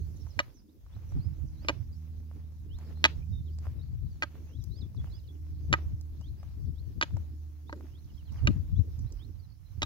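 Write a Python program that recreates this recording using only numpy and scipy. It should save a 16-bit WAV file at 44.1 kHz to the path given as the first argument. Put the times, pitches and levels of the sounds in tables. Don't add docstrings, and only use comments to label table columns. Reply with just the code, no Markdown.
import sys
import numpy as np
from scipy import signal
from scipy.fft import rfft, irfft, next_fast_len
from scipy.io import wavfile
from scipy.ndimage import uniform_filter1d, map_coordinates

SR = 44100
rng = np.random.default_rng(int(sys.argv[2]) if len(sys.argv) > 2 else 0)


def waveform_to_disk(signal):
    frames = np.transpose(np.atleast_2d(signal))
    scaled = np.clip(frames, -1, 1) * 32767
    samples = np.round(scaled).astype(np.int16)
    wavfile.write(sys.argv[1], SR, samples)


N = 434385

PORT_LAG = .00022
# t/s, level/dB, left over right/dB, bright edge over level/dB
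THUMPS = [(0.383, -44.5, -16.5, -2), (0.969, -39, -7, -20), (1.169, -25.5, -3.5, -11),
          (1.269, -41, -28.5, -30), (1.443, -40.5, -9, -3.5), (1.799, -42.5, -22, -19),
          (3.329, -38, -17, -12), (3.677, -37, 3, -22), (4.049, -35, 18.5, -26.5),
          (4.591, -38.5, 14.5, -17), (4.83, -36.5, 11.5, -13), (4.987, -37.5, 16, -10),
          (5.716, -30.5, 15.5, -6), (5.931, -34.5, 3.5, -14), (6.199, -46.5, 10.5, -6),
          (6.331, -41.5, 15.5, -30), (6.684, -46.5, 19.5, 0.5), (6.979, -42, 11, 0),
          (7.141, -34.5, 10, -14), (7.202, -39.5, 14, -13), (8.45, -28.5, -20, -10.5),
          (8.495, -28, 12.5, 1), (8.559, -34.5, 5.5, -7), (8.729, -29.5, 7, -16), (8.998, -35.5, -7.5, -11),
          (8.798, -28.5, 16, -11.5), (9.05, -36, -15, -18.5), (9.782, -43, -15, -14)]
# t/s, length/s, scuff level/dB, rustle level/dB (before the rustle's boost)
DRAGS = [(2.787, 0.12, -70, -81), (3.621, 0.039, -67, -78), (4.991, 0.074, -72, -79.5),
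         (8.315, 0.25, -66, -78)]


def amp(db):
    return 10 ** (np.asarray(db) / 20)


def unit(x):
    return x / np.sqrt(np.mean(x ** 2) + 1e-20)


def along(points, hz):
    f, v = np.transpose(points)
    return np.interp(np.log(hz + 1), np.log(f + 1), v)


def curves(rows):
    s, *cols = np.transpose(rows)
    return [np.interp(np.arange(N) / SR, s, c) for c in cols]


def wobble(rate):
    knots = rng.standard_normal(int(N * rate / SR) + 4)
    return map_coordinates(knots, [np.arange(N) * rate / SR])


def filtered(x, response):
    m = next_fast_len(x.shape[-1] + 8192)
    spectrum = rfft(x, m) * response(np.fft.rfftfreq(m, 1 / SR))
    return irfft(spectrum, m)[..., :x.shape[-1]]


def ports(x, lag, side):
    port_turn = -.25
    sign = np.array([[1], [-1]])

    def response(hz):
        phase = (np.pi * hz * lag + port_turn / 2) * sign
        return amp(sign * along(side, hz) / 2) * np.exp(1j * phase)

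    return filtered(x, response)


def rush(spectrum, alike, patchy_db):
    z = signal.stft(rng.standard_normal((2, N)), nperseg=512)[2]
    field = rng.standard_normal(z.shape[1:])
    patches = unit(uniform_filter1d(uniform_filter1d(field, 8, 0), 10, 1))
    a, b = signal.istft(z * amp(patchy_db * patches), nperseg=512)[1][:, :N]
    turn = np.arccos(np.clip(alike, -1, 1)) / 2
    pair = np.array([np.cos(turn) * a + np.sin(turn) * b, np.cos(turn) * a - np.sin(turn) * b])
    return unit(filtered(pair, lambda hz: amp(along(spectrum, hz))))


def add(track, s, piece):
    seat = track[..., round(s * SR):][..., :piece.shape[-1]]
    seat += piece[..., :seat.shape[-1]]


def plus(db, power):
    return 10 * np.log10(amp(2 * db) + power)


def swells(times, levels_db, rise_s, fall_s):
    t = np.arange(0, N, 32) / SR
    power = 0
    for s, db in zip(times, levels_db):
        shape = np.exp(-((t - s) / np.where(t < s, rise_s, fall_s)) ** 2)
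        power = power + amp(2 * np.asarray(db))[..., None] * shape
    return np.apply_along_axis(lambda row: np.interp(np.arange(N) / SR, t, row), -1, power)


def drone():
    # t/s, f/Hz, level/dB
    firing = [(0, 76.6, -36), (.3, 77.3, -50), (.5, 77, -70.5), (.8, 78.4, -64.5), (1.1, 77.8, -47),
              (1.7, 78, -42.5), (2.1, 78.3, -42), (2.5, 77.8, -46), (3.3, 77, -36.5), (3.7, 77, -42.5),
              (4.5, 77.8, -45.5), (4.9, 77.3, -56), (5.7, 76, -37.5), (6.9, 76.8, -48), (7.3, 76.4, -42.5),
              (8.1, 75.3, -47.5), (8.7, 75.8, -40.5), (9.3, 76.7, -50), (9.85, 77.5, -58.5)]
    # t/s, then orders 2, 3 and 4 over the first/dB
    overtones = [(0, -13, -30, -32), (1.3, -16, -31.5, -23), (1.9, -16, -17.5, -28), (3, -16, -23, -40.5),
                 (5, -18, -28.5, -20), (6, -22, -48, -29), (8.1, -28, -27, -24.5),
                 (9.85, -20, -29.5, -25.5)]
    hz, level_db = curves(firing)
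    orders_db = [level_db] + [level_db + db for db in curves(overtones)]
    turn = 2 * np.pi * np.cumsum(hz) / SR + 0.064 * wobble(4.9)
    tone = np.zeros(N)
    for order, db in enumerate(orders_db, 1):
        tone += np.sqrt(2) * amp(db + 2.2 * wobble(5)) * np.sin(order * turn)
    return ports(tone, -1.5 * PORT_LAG, [(80, -3.0)])


def kicks():
    middle_hz, t60_s, kick_db = 95.6, 0.13, 8
    out, t = np.zeros((2, N)), np.arange(SR // 4) / SR
    for s, db, pan_db, _ in THUMPS:
        hz = middle_hz * np.exp(rng.normal(0, .15, (2, 1)))
        swing = np.sin(2 * np.pi * hz * t) * amp(-60 * t / t60_s) * (1 - np.exp(-t / 0.00396))
        add(out, s - .004, amp(db + kick_db + np.array([[pan_db], [-pan_db]]) / 2) * swing)
    return out


def wind():
    # t/s, left level/dB, right level/dB
    port_levels = [(0, -57.5, -35), (.45, -49.5, -45.5), (.65, -72.5, -68), (.9, -51.5, -56),
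                   (1.2, -44, -35), (1.8, -50.5, -42.5), (2.5, -51, -53.5), (3.1, -49, -42.5),
                   (3.35, -61, -34), (3.55, -38, -57.5), (4.05, -32.5, -50), (4.3, -62.5, -48),
                   (4.65, -33.5, -59), (5.0, -42.5, -35), (5.3, -47, -52), (5.7, -39, -40.5),
                   (6.4, -44, -49.5), (6.7, -34.5, -47.5), (7.2, -46.5, -41), (7.7, -54, -63.5),
                   (8.2, -49, -40.5), (8.45, -29, -33), (9, -46.5, -42.5), (9.25, -53, -41.5),
                   (9.62, -69.5, -47), (9.85, -37, -38.5)]
    # f/Hz, level per Hz/dB
    buffet_colour = [(20, -59.5), (40, -18.5), (55, 2), (70, -0.5), (95, 3), (140, -7.5), (220, -24.5),
                     (400, -46.5), (800, -68.5), (3000, -130)]
    # f/Hz, level per Hz/dB
    edge_colour = [(60, -27.5), (130, 1), (250, -7), (450, -26), (800, -40.5), (1500, -86.5), (4000, -130)]
    # f/Hz, level per Hz/dB
    deep_colour = [(15, -35), (28, -2.5), (45, 13.5), (65, 2), (90, -36.5), (300, -130)]
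    thump_rise_s, thump_fall_s = 0.025, 0.021
    edge_rise_s, edge_fall_s = 0.012, 0.012
    s, db, pan_db, bright_db = np.transpose(THUMPS)
    sides_db = np.transpose([db + pan_db / 2, db - pan_db / 2])
    port_db = np.array(curves(port_levels))
    lumps_db = np.array([wobble(17), wobble(22)])
    thumps = swells(s, sides_db - 1.5, thump_rise_s, thump_fall_s)
    low_db = plus(port_db + 3 * lumps_db, thumps)
    edges = swells(s, sides_db + bright_db[:, None], edge_rise_s, edge_fall_s)
    edge_db = plus(port_db - 22.5 + 5 * lumps_db, edges)
    deep = amp(0.75 * (port_db + 44.5) - 49.5) * rush(deep_colour, 0, patchy_db=5.0)
    low = amp(low_db) * rush(buffet_colour, 0, patchy_db=0.0)
    edge = amp(edge_db) * rush(edge_colour, 0, patchy_db=1.5)
    return kicks() + deep + low + edge


def drags(levels_db):
    rise_s, fall_s = .004, 0.012
    t = np.arange(N) / SR
    power = np.zeros(N)
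    for (s, length, *_), db in zip(DRAGS, levels_db):
        start = np.clip((t - s) / rise_s, 0, 1)
        power += amp(2 * db) * start * np.exp(-np.clip(t - s - length, 0, 1) / fall_s)
    return power


def surroundings():
    # t/s, low air/dB, road noise/dB, rustle/dB
    around = [(0, -59.5, -79, -76.5), (.4, -69.5, -76, -77), (.65, -75.5, -90, -86.5),
              (1, -69.5, -77.5, -80), (2, -69, -80, -79.5), (2.55, -69.5, -81.5, -82.5),
              (3, -64, -80.5, -79), (3.4, -71, -82, -80.5), (4.1, -69.5, -81.5, -81.5),
              (4.7, -67, -81.5, -79.5), (5.5, -69, -81, -79.5), (6.6, -67.5, -81.5, -79.5),
              (7.6, -71, -81.5, -80), (8.2, -72, -79.5, -79), (9.1, -67.5, -78, -78),
              (9.55, -77.5, -83, -84.5), (9.85, -85, -76, -77)]
    # time of the loudest scuff t/s, level/dB
    footfalls = [(.4, -74.5), (.98, -77.5), (1.13, -74.5), (1.68, -71.5), (2.33, -79), (2.85, -71),
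                 (3.07, -69), (3.67, -71.5), (4.37, -74), (5.06, -74.5), (5.77, -70), (6.45, -75.5),
                 (7.15, -73), (7.801, -76), (8.401, -73), (8.55, -77), (9.179, -78)]
    # f/Hz, level per Hz/dB
    air_colour, scuff_colour, gravel_colour = [(120, -29.5), (200, -3), (310, -0.5), (400, -8.5),
                                               (600, -19.5), (1000, -49)], [(250, -37.5), (450, -2), (800, -1),
                                                            (1500, -7.5), (2500, -9.5), (3500, -13.5),
                                                            (5000, -38)], [(250, -11), (500, -0.5),
                                                                           (1000, -0.5), (2000, -6),
                                                                           (3500, -22.5), (6000, -59.5)]
    rustle_colour, hiss_colour = [(2500, -20), (3800, -6.5), (5700, -4), (6700, -8), (7300, -14),
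                                  (8500, -30)], [(6000, -12), (8200, -10.5), (10000, -6.5), (13500, -1.5),
                                                  (15800, -3.5)]
    step_rise_s, step_fall_s = .05, 0.1
    thud_db, cloth_db = 9.5, -8
    steps = swells(*np.transpose(footfalls), step_rise_s, step_fall_s)
    _, _, drag_scuff_db, drag_rustle_db = np.transpose(DRAGS)
    air_db, road_db, still_db = curves(around)
    air_db = plus(air_db, amp(2 * thud_db) * steps)
    scuff_db = plus(road_db, steps)
    rustle_db = plus(still_db, amp(2 * cloth_db) * steps + drags(drag_rustle_db))

    crunch_db = 2.4 * wobble(520) + 1.9 * wobble(36)
    gravel = unit(amp(crunch_db) * rush(gravel_colour, .6, patchy_db=2.0))
    drag = np.sqrt(drags(drag_scuff_db)) * gravel
    air = amp(air_db + 5.5) * rush(air_colour, 0.56, patchy_db=6.0)
    rough_db = 1.8 * wobble(25) + 2 * wobble(250)
    scuff = amp(scuff_db + 4.5 + rough_db) * rush(scuff_colour, 0.16, patchy_db=0.46)
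    rustle = amp(rustle_db + 4.0) * amp([[-2], [2]]) * rush(rustle_colour, 0.019, patchy_db=3.0)
    hiss_db = 0.59 * (rustle_db + 79.0) - 73
    hiss = amp(hiss_db) * amp([[.6], [-.6]]) * rush(hiss_colour, 0, patchy_db=2.0)
    return drag + air + scuff + rustle + hiss


def whistle(hz, db, late=0.87):
    near_db, blur_per_db = -72, .2
    waver_share = .008
    u = np.linspace(0, 1, len(hz))
    blur = 1 + blur_per_db * max(near_db - db, 0)

    def tremble(rate):
        return map_coordinates(rng.standard_normal(80), [np.arange(len(hz)) * rate / SR])

    flutter_db = 3 * np.sqrt(blur) * tremble(160)
    turn = 2 * np.pi * np.cumsum(hz * (1 + waver_share * blur * tremble(300))) / SR
    swell = np.sin(np.pi * u ** late) ** .4
    return np.sqrt(2) * amp(db + flutter_db) * swell * np.sin(turn)


def birds():
    # t from the top note/s, f/Hz
    rise, arch, drop = [(-.13, 2450), (-.1, 2600), (-.065, 2900), (-.035, 3350), (-.015, 3750), (0, 4250)], [(-.09, 3700), (-.05, 4200), (-.025, 4800), (-.01, 5100), (0, 5150),
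                                      (.012, 4950), (.022, 4000), (.035, 3500), (.055, 3450)], [(-.006, 6400), (0, 5700), (.008, 4300), (.018, 3550),
                                                    (.028, 3350), (.05, 3480)]
    # t of the top note/s, sung before it/s, sung after it/s, level/dB
    rise_notes, arch_notes, drop_notes = [(0.713, 0.036, 0, -80.5), (0.961, 0.039, 0, -73),
                                          (2.772, 0.087, 0.0048, -68), (4.587, 0.13, 0, -75),
                                          (6.29, 0.1, 0.0087, -71.5), (6.8, 0.059, 0.0099, -73),
                                          (7.703, 0.041, 0.0063, -69), (7.993, 0.11, 0.0067, -73),
                                          (8.794, 0.055, 0.0047, -70.5), (9.252, 0.069, 0.0073, -66.5)], [(1.258, 0.062, 0.017, -73.5),
                                                         (1.656, 0.091, 0.033, -72),
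                                                         (3.555, 0.081, 0.014, -79),
                                                         (4.794, 0.09, 0.059, -65),
                                                         (5.177, 0.084, 0.03, -70),
                                                         (6.405, 0.047, 0.026, -79.5),
                                                         (9.143, 0.096, 0.0088, -77.5)], [(4.961, .002, 0.058, -70),
                                                                         (5.113, .001, 0.063, -71),
                                                                         (5.268, .002, 0.048, -71),
                                                                         (8.04, .004, 0.024, -79.5),
                                                                         (8.138, .002, 0.017, -78.5)]
    # t/s, length/s, first f/Hz, last f/Hz, level/dB
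    glides = [(0.277, 0.053, 6530, 4670, -69), (0.54, 0.068, 6500, 4800, -71),
              (1.473, 0.019, 6230, 5470, -68.5), (1.921, 0.028, 4900, 4720, -74),
              (2.95, 0.13, 4060, 4340, -75.5), (3.319, 0.088, 3730, 3600, -70.5),
              (3.21, 0.038, 2300, 2560, -72.5), (3.459, 0.042, 3950, 2900, -73),
              (3.791, .03, 3900, 3700, -72), (3.81, 0.04, 3790, 5020, -75),
              (4.101, 0.066, 4830, 4300, -78.5), (4.596, 0.034, 4060, 3240, -73),
              (4.613, 0.02, 6400, 5600, -70.5), (5.05, 0.039, 3300, 2740, -77.5),
              (5.342, 0.031, 3180, 2760, -80.5), (8.168, 0.027, 4200, 6500, -79),
              (8.25, 0.034, 4500, 3880, -76.5), (5.156, 0.039, 3200, 2670, -79),
              (4.75, 0.054, 3900, 3130, -81), (5.238, 0.047, 3200, 2750, -77.5),
              (8.076, 0.044, 3450, 2680, -77.5), (8.17, 0.053, 3500, 2670, -75),
              (8.273, 0.034, 3400, 2730, -71.5), (8.374, 0.028, 3300, 2700, -70),
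              (9.378, 0.055, 4750, 4570, -80), (9.425, 0.036, 4250, 3970, -79),
              (9.49, 0.069, 4300, 4620, -80.5), (0.16, 0.017, 7600, 5400, -71),
              (.2, 0.035, 5600, 5370, -71), (1.089, 0.018, 6000, 5480, -72.5),
              (8.981, 0.044, 6180, 5680, -73), (9.639, 0.088, 4050, 4060, -82.5)]
    out = np.zeros(N)
    for shape, notes, late in ((rise, rise_notes, 1.8), (arch, arch_notes, 1.5), (drop, drop_notes, 1)):
        for top, before, after, db in notes:
            path = np.interp(np.arange(-before, after, 1 / SR), *np.transpose(shape))
            add(out, top - before, whistle(uniform_filter1d(path, size=200), db, late))
    for s, length, first_hz, last_hz, db in glides:
        add(out, s, whistle(np.geomspace(first_hz, last_hz, round(length * SR)), db))
    return out


def ticks():
    # t/s, click/dB, scuff/dB, snap/dB (boosted below), left over right/dB
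    small_ticks = [(0.267, -46.5, -61, -77, -4), (0.864, -56, -65.5, -88, -9), (0.965, -54, -64, -80, -4),
                   (1.122, -55, -57, -80, -13), (1.165, -67, -64, -80, -2), (2.314, -43.5, -70, -85, -3),
                   (2.522, -56, -78, -80, -5), (2.787, -49, -58.5, -65, -5), (2.822, -62, -62, -85, -3),
                   (2.974, -49, -71.5, -80, -8), (3.587, -53.5, -74.5, -67, -13),
                   (3.654, -44, -51, -75, -0.5), (3.669, -34, -59.5, -80, -3), (4.355, -44, -64, -85, -3),
                   (5.044, -39, -62, -85, -2), (4.639, -57, -77, -59, -2), (4.946, -65.5, -64.5, -84, -5.5),
                   (5.072, -50, -59.5, -85, -3), (5.788, -41.5, -63, -85, -3.5),
                   (6.011, -56.5, -82.5, -62.5, 1), (6.212, -48.5, -65.5, -68.5, -1),
                   (6.431, -41.5, -58, -72.5, -2), (7.108, -47, -70, -85, -3),
                   (7.168, -41.5, -56.5, -68.5, -12), (7.809, -40, -76.5, -79, -2.5),
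                   (8.322, -56, -71, -68, -8), (8.992, -58, -73, -64, -2), (9.123, -54.5, -68.5, -62, -1.5)]
    # t/s, level/dB, centre f/Hz, width/octaves
    cracks = [(4.639, -55, 13200, .4), (6.011, -62, 12000, .5), (7.727, -50, 4220, 0.65)]
    scuff_t60_s, snap_t60_s, crack_t60_s = 0.033, 0.018, 0.027
    out, t = np.zeros((2, N)), np.arange(SR // 6) / SR

    def band(x, centre_hz, octaves):
        return filtered(x, lambda f: np.exp(-(np.log2((f + 1) / centre_hz) / octaves) ** 2))

    lead = 60
    click = band(1. * (np.arange(len(t)) == lead), 500, 1.67)
    for s, click_db, scuff_db, snap_db, pan_db in small_ticks:
        grains_db = 6.5 * np.repeat(rng.standard_normal(len(t) // 60 + 1), 60)[:len(t)]
        scuff_noise = unit(band(rng.standard_normal(len(t)), 730, 0.8))
        scuff = amp(scuff_db - 60 * t / scuff_t60_s + grains_db) * scuff_noise
        snap_noise = unit(band(rng.standard_normal(len(t)), 5560, 0.5))
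        snap = amp(snap_db + 11.0 - 60 * t / snap_t60_s) * snap_noise
        puff = amp(click_db) * click / click.max() + np.roll(scuff + snap, lead)
        add(out, s - lead / SR, ports(puff, PORT_LAG / 2, [(1000, pan_db)]))
    for s, db, hz, octaves in cracks:
        crack = unit(band(rng.standard_normal((2, len(t))), hz, octaves))
        add(out, s, amp(db - 60 * t / crack_t60_s) * crack)
    return out


def stick():
    # t/s, level/dB (4 dB is added below), weight at 500 Hz/dB,
    # knock at 1400 Hz/dB, hardness at 3800 Hz/dB, grit over the click/dB
    contacts = [(0.391, -15.5, -6, -2, 2, -5.5), (0.395, -34.5, -3.5, 2, -11.5, 4),
                (0.4, -28.5, 1, 2, 4.5, 4.5), (1.647, -44.5, 6.5, -7, -11, 4),
                (1.685, -18.5, -8, 3, 4.5, 1), (1.693, -19, -1, 4, -1, -2.5),
                (1.7, -28, 4, 0.5, -3.5, -0.5), (3.0413, -4, -8, -1, 5.5, -16),
                (3.051, -5.5, -9, 1.5, 2.5, -14.5), (3.0558, -12, -4.5, -3, 8.5, -5.5),
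                (4.223, -18, -3.5, 2.5, -1, -8.5), (4.23, -22.5, -4.5, -0.5, 6.5, -4),
                (4.235, -28, 3, 1, 1, -1.5), (5.7275, -17.5, -5, 3, 6, 2), (5.734, -24.5, -11, -3, 13, -4),
                (5.738, -12, 0, 3, -10.5, -10), (7.012, -19, -1, 9, 13, -2.5),
                (7.025, -13.5, -2, -1, 3.5, -12), (7.031, -26, -3, -2.5, 4, 1.5),
                (7.695, -44, 12, 4.5, -7, 5), (7.727, -32.5, 16.5, 9, -8, -2),
                (8.472, -17, -6, -11, 7.5, -4.5), (8.474, -31, -3.5, 8, -1, -0.5),
                (9.819, -28.5, -4, -4, 10.5, 2.5), (9.829, -20, -0.5, -1, 15, -0.5)]
    # f/Hz, colour of the click/dB
    shaft = [(0, -24.5), (303, -8.5), (585, -8.5), (915, -1.5), (1235, -0.5), (1585, 6), (1950, 6),
             (2450, 3), (2930, -4), (3330, -6.5), (3820, -10), (4320, -9.5), (4820, -18.5), (5330, -18.5),
             (5850, -20.5), (6450, -15.5), (6950, -21.5), (7600, -28.5), (8300, -42), (10000, -39),
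             (16000, -47.5)]
    # f/Hz, level per Hz/dB
    grit_colour = [(120, -25), (250, -2.5), (543, -4), (1590, -3.5), (3130, -10.5), (4350, -19.5),
                   (7140, -21.5), (8140, -45.5), (15500, -47)]
    # f/Hz, gain/dB
    loss = [(300, -5), (600, -6), (900, -7), (1400, -6), (2500, -6), (5000, -7), (9000, -16.5)]
    # f/Hz, left over right/dB
    stick_side = [(300, -3), (800, -.7), (2800, -2), (5500, -2.5), (9000, 6)]
    # t/s, lateness at the right port/microseconds
    stick_lag = [(.4, 250), (1.7, 250), (3.05, 222), (4.23, 210), (5.73, 255), (7.02, 262), (7.7, 235),
                 (8.47, 255), (9.82, 225)]
    mode_step_hz = 704.3
    out, bare, t = np.zeros((2, N)), np.zeros(N), np.arange(SR // 8) / SR
    mode_hz, colour_db = np.transpose(shaft)
    lead = 20
    for s, db, weight_db, knock_db, hard_db, grit_db in contacts:
        scatter_db, detune = rng.normal(0, 1.5, len(shaft)), rng.normal(1, .008)
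        grip_db, aim_db = rng.normal(0, 1.2, (2, len(shaft)))
        hardness = [(500, weight_db), (1400, knock_db), (2200, 0), (3800, hard_db), (8000, hard_db / 2)]

        def cycles(f):
            listed = np.interp(f * detune, mode_hz[:-1], np.arange(len(shaft) - 1))
            return listed + np.clip(f * detune - mode_hz[-2], 0, None) / mode_step_hz

        def trip(f):
            damping_db = np.minimum(along(loss, f) + np.interp(f, mode_hz, grip_db), -4.5)
            return amp(damping_db) * np.exp(-2j * np.pi * cycles(f))

        def touch(f):
            return amp(along(hardness, f))

        def click(f):
            colour = amp(np.interp(f, mode_hz, colour_db + scatter_db))
            return touch(f) * colour * np.exp(-2j * np.pi * 0.38 * cycles(f))

        onset = np.clip((t - lead / SR) / 0.0002, 0, 1) ** 2
        blow = filtered(1. * (np.arange(len(t)) == lead), click) * onset
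        grit = unit(filtered(rng.standard_normal(len(t)), lambda f: touch(f) * amp(along(grit_colour, f))))
        crush = amp(grit_db - 60 * t / 0.018) * grit * (1 - np.exp(-t / 0.00093))
        contact = amp(db + 4.0) * (blow / np.abs(blow).max() + np.roll(crush, lead))
        ringing = filtered(contact, lambda f: 1 / (1 - trip(f)))
        lag = np.interp(s, *np.transpose(stick_lag)) / 1e6
        side = np.transpose([mode_hz, along(stick_side, mode_hz) + aim_db])
        add(out, s - lead / SR, ports(ringing, lag, side))
        add(bare, s - lead / SR, contact)
    return out, bare


def echoes(x, t60s):
    hz, t, z = signal.stft(rng.standard_normal((2, SR // 2)), SR, nperseg=256)
    lumps_db = 2.5 * wobble(50)[::128][:len(t)]
    fade_db = lumps_db - 60 * t / along(t60s, hz)[:, None]
    tail = signal.istft(z * amp(fade_db), SR, nperseg=256)[1]
    late = np.pad(x, (120, 0))[None]
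    return signal.fftconvolve(late, tail / np.linalg.norm(tail[0]), axes=1)[:, :N]


def scene():
    # f/Hz, time to fall by 60 dB/s
    bank_t60, trees_t60 = [(300, 0.27), (2000, 0.13), (5000, 0.23), (10000, 0.021)], [(3000, 0.22), (6000, .3)]
    # f/Hz, gain into the echo/dB
    song_echo = [(4500, -7.5), (5800, -2)]
    taps, contacts = stick()
    song = birds()
    near = taps + amp(-24.0) * echoes(contacts, bank_t60) + ticks()
    direct_song = amp(1.0) * ports(song, -PORT_LAG, [(4000, -10.0)])
    deep_song = filtered(song, lambda hz: amp(along(song_echo, hz)))
    far = direct_song + echoes(deep_song, trees_t60)
    return near + far + drone() + wind() + surroundings()


def record(dry):
    top_hz = 15830
    return filtered(dry, lambda hz: hz < top_hz)


dry = scene()
out = record(dry)
waveform_to_disk(out)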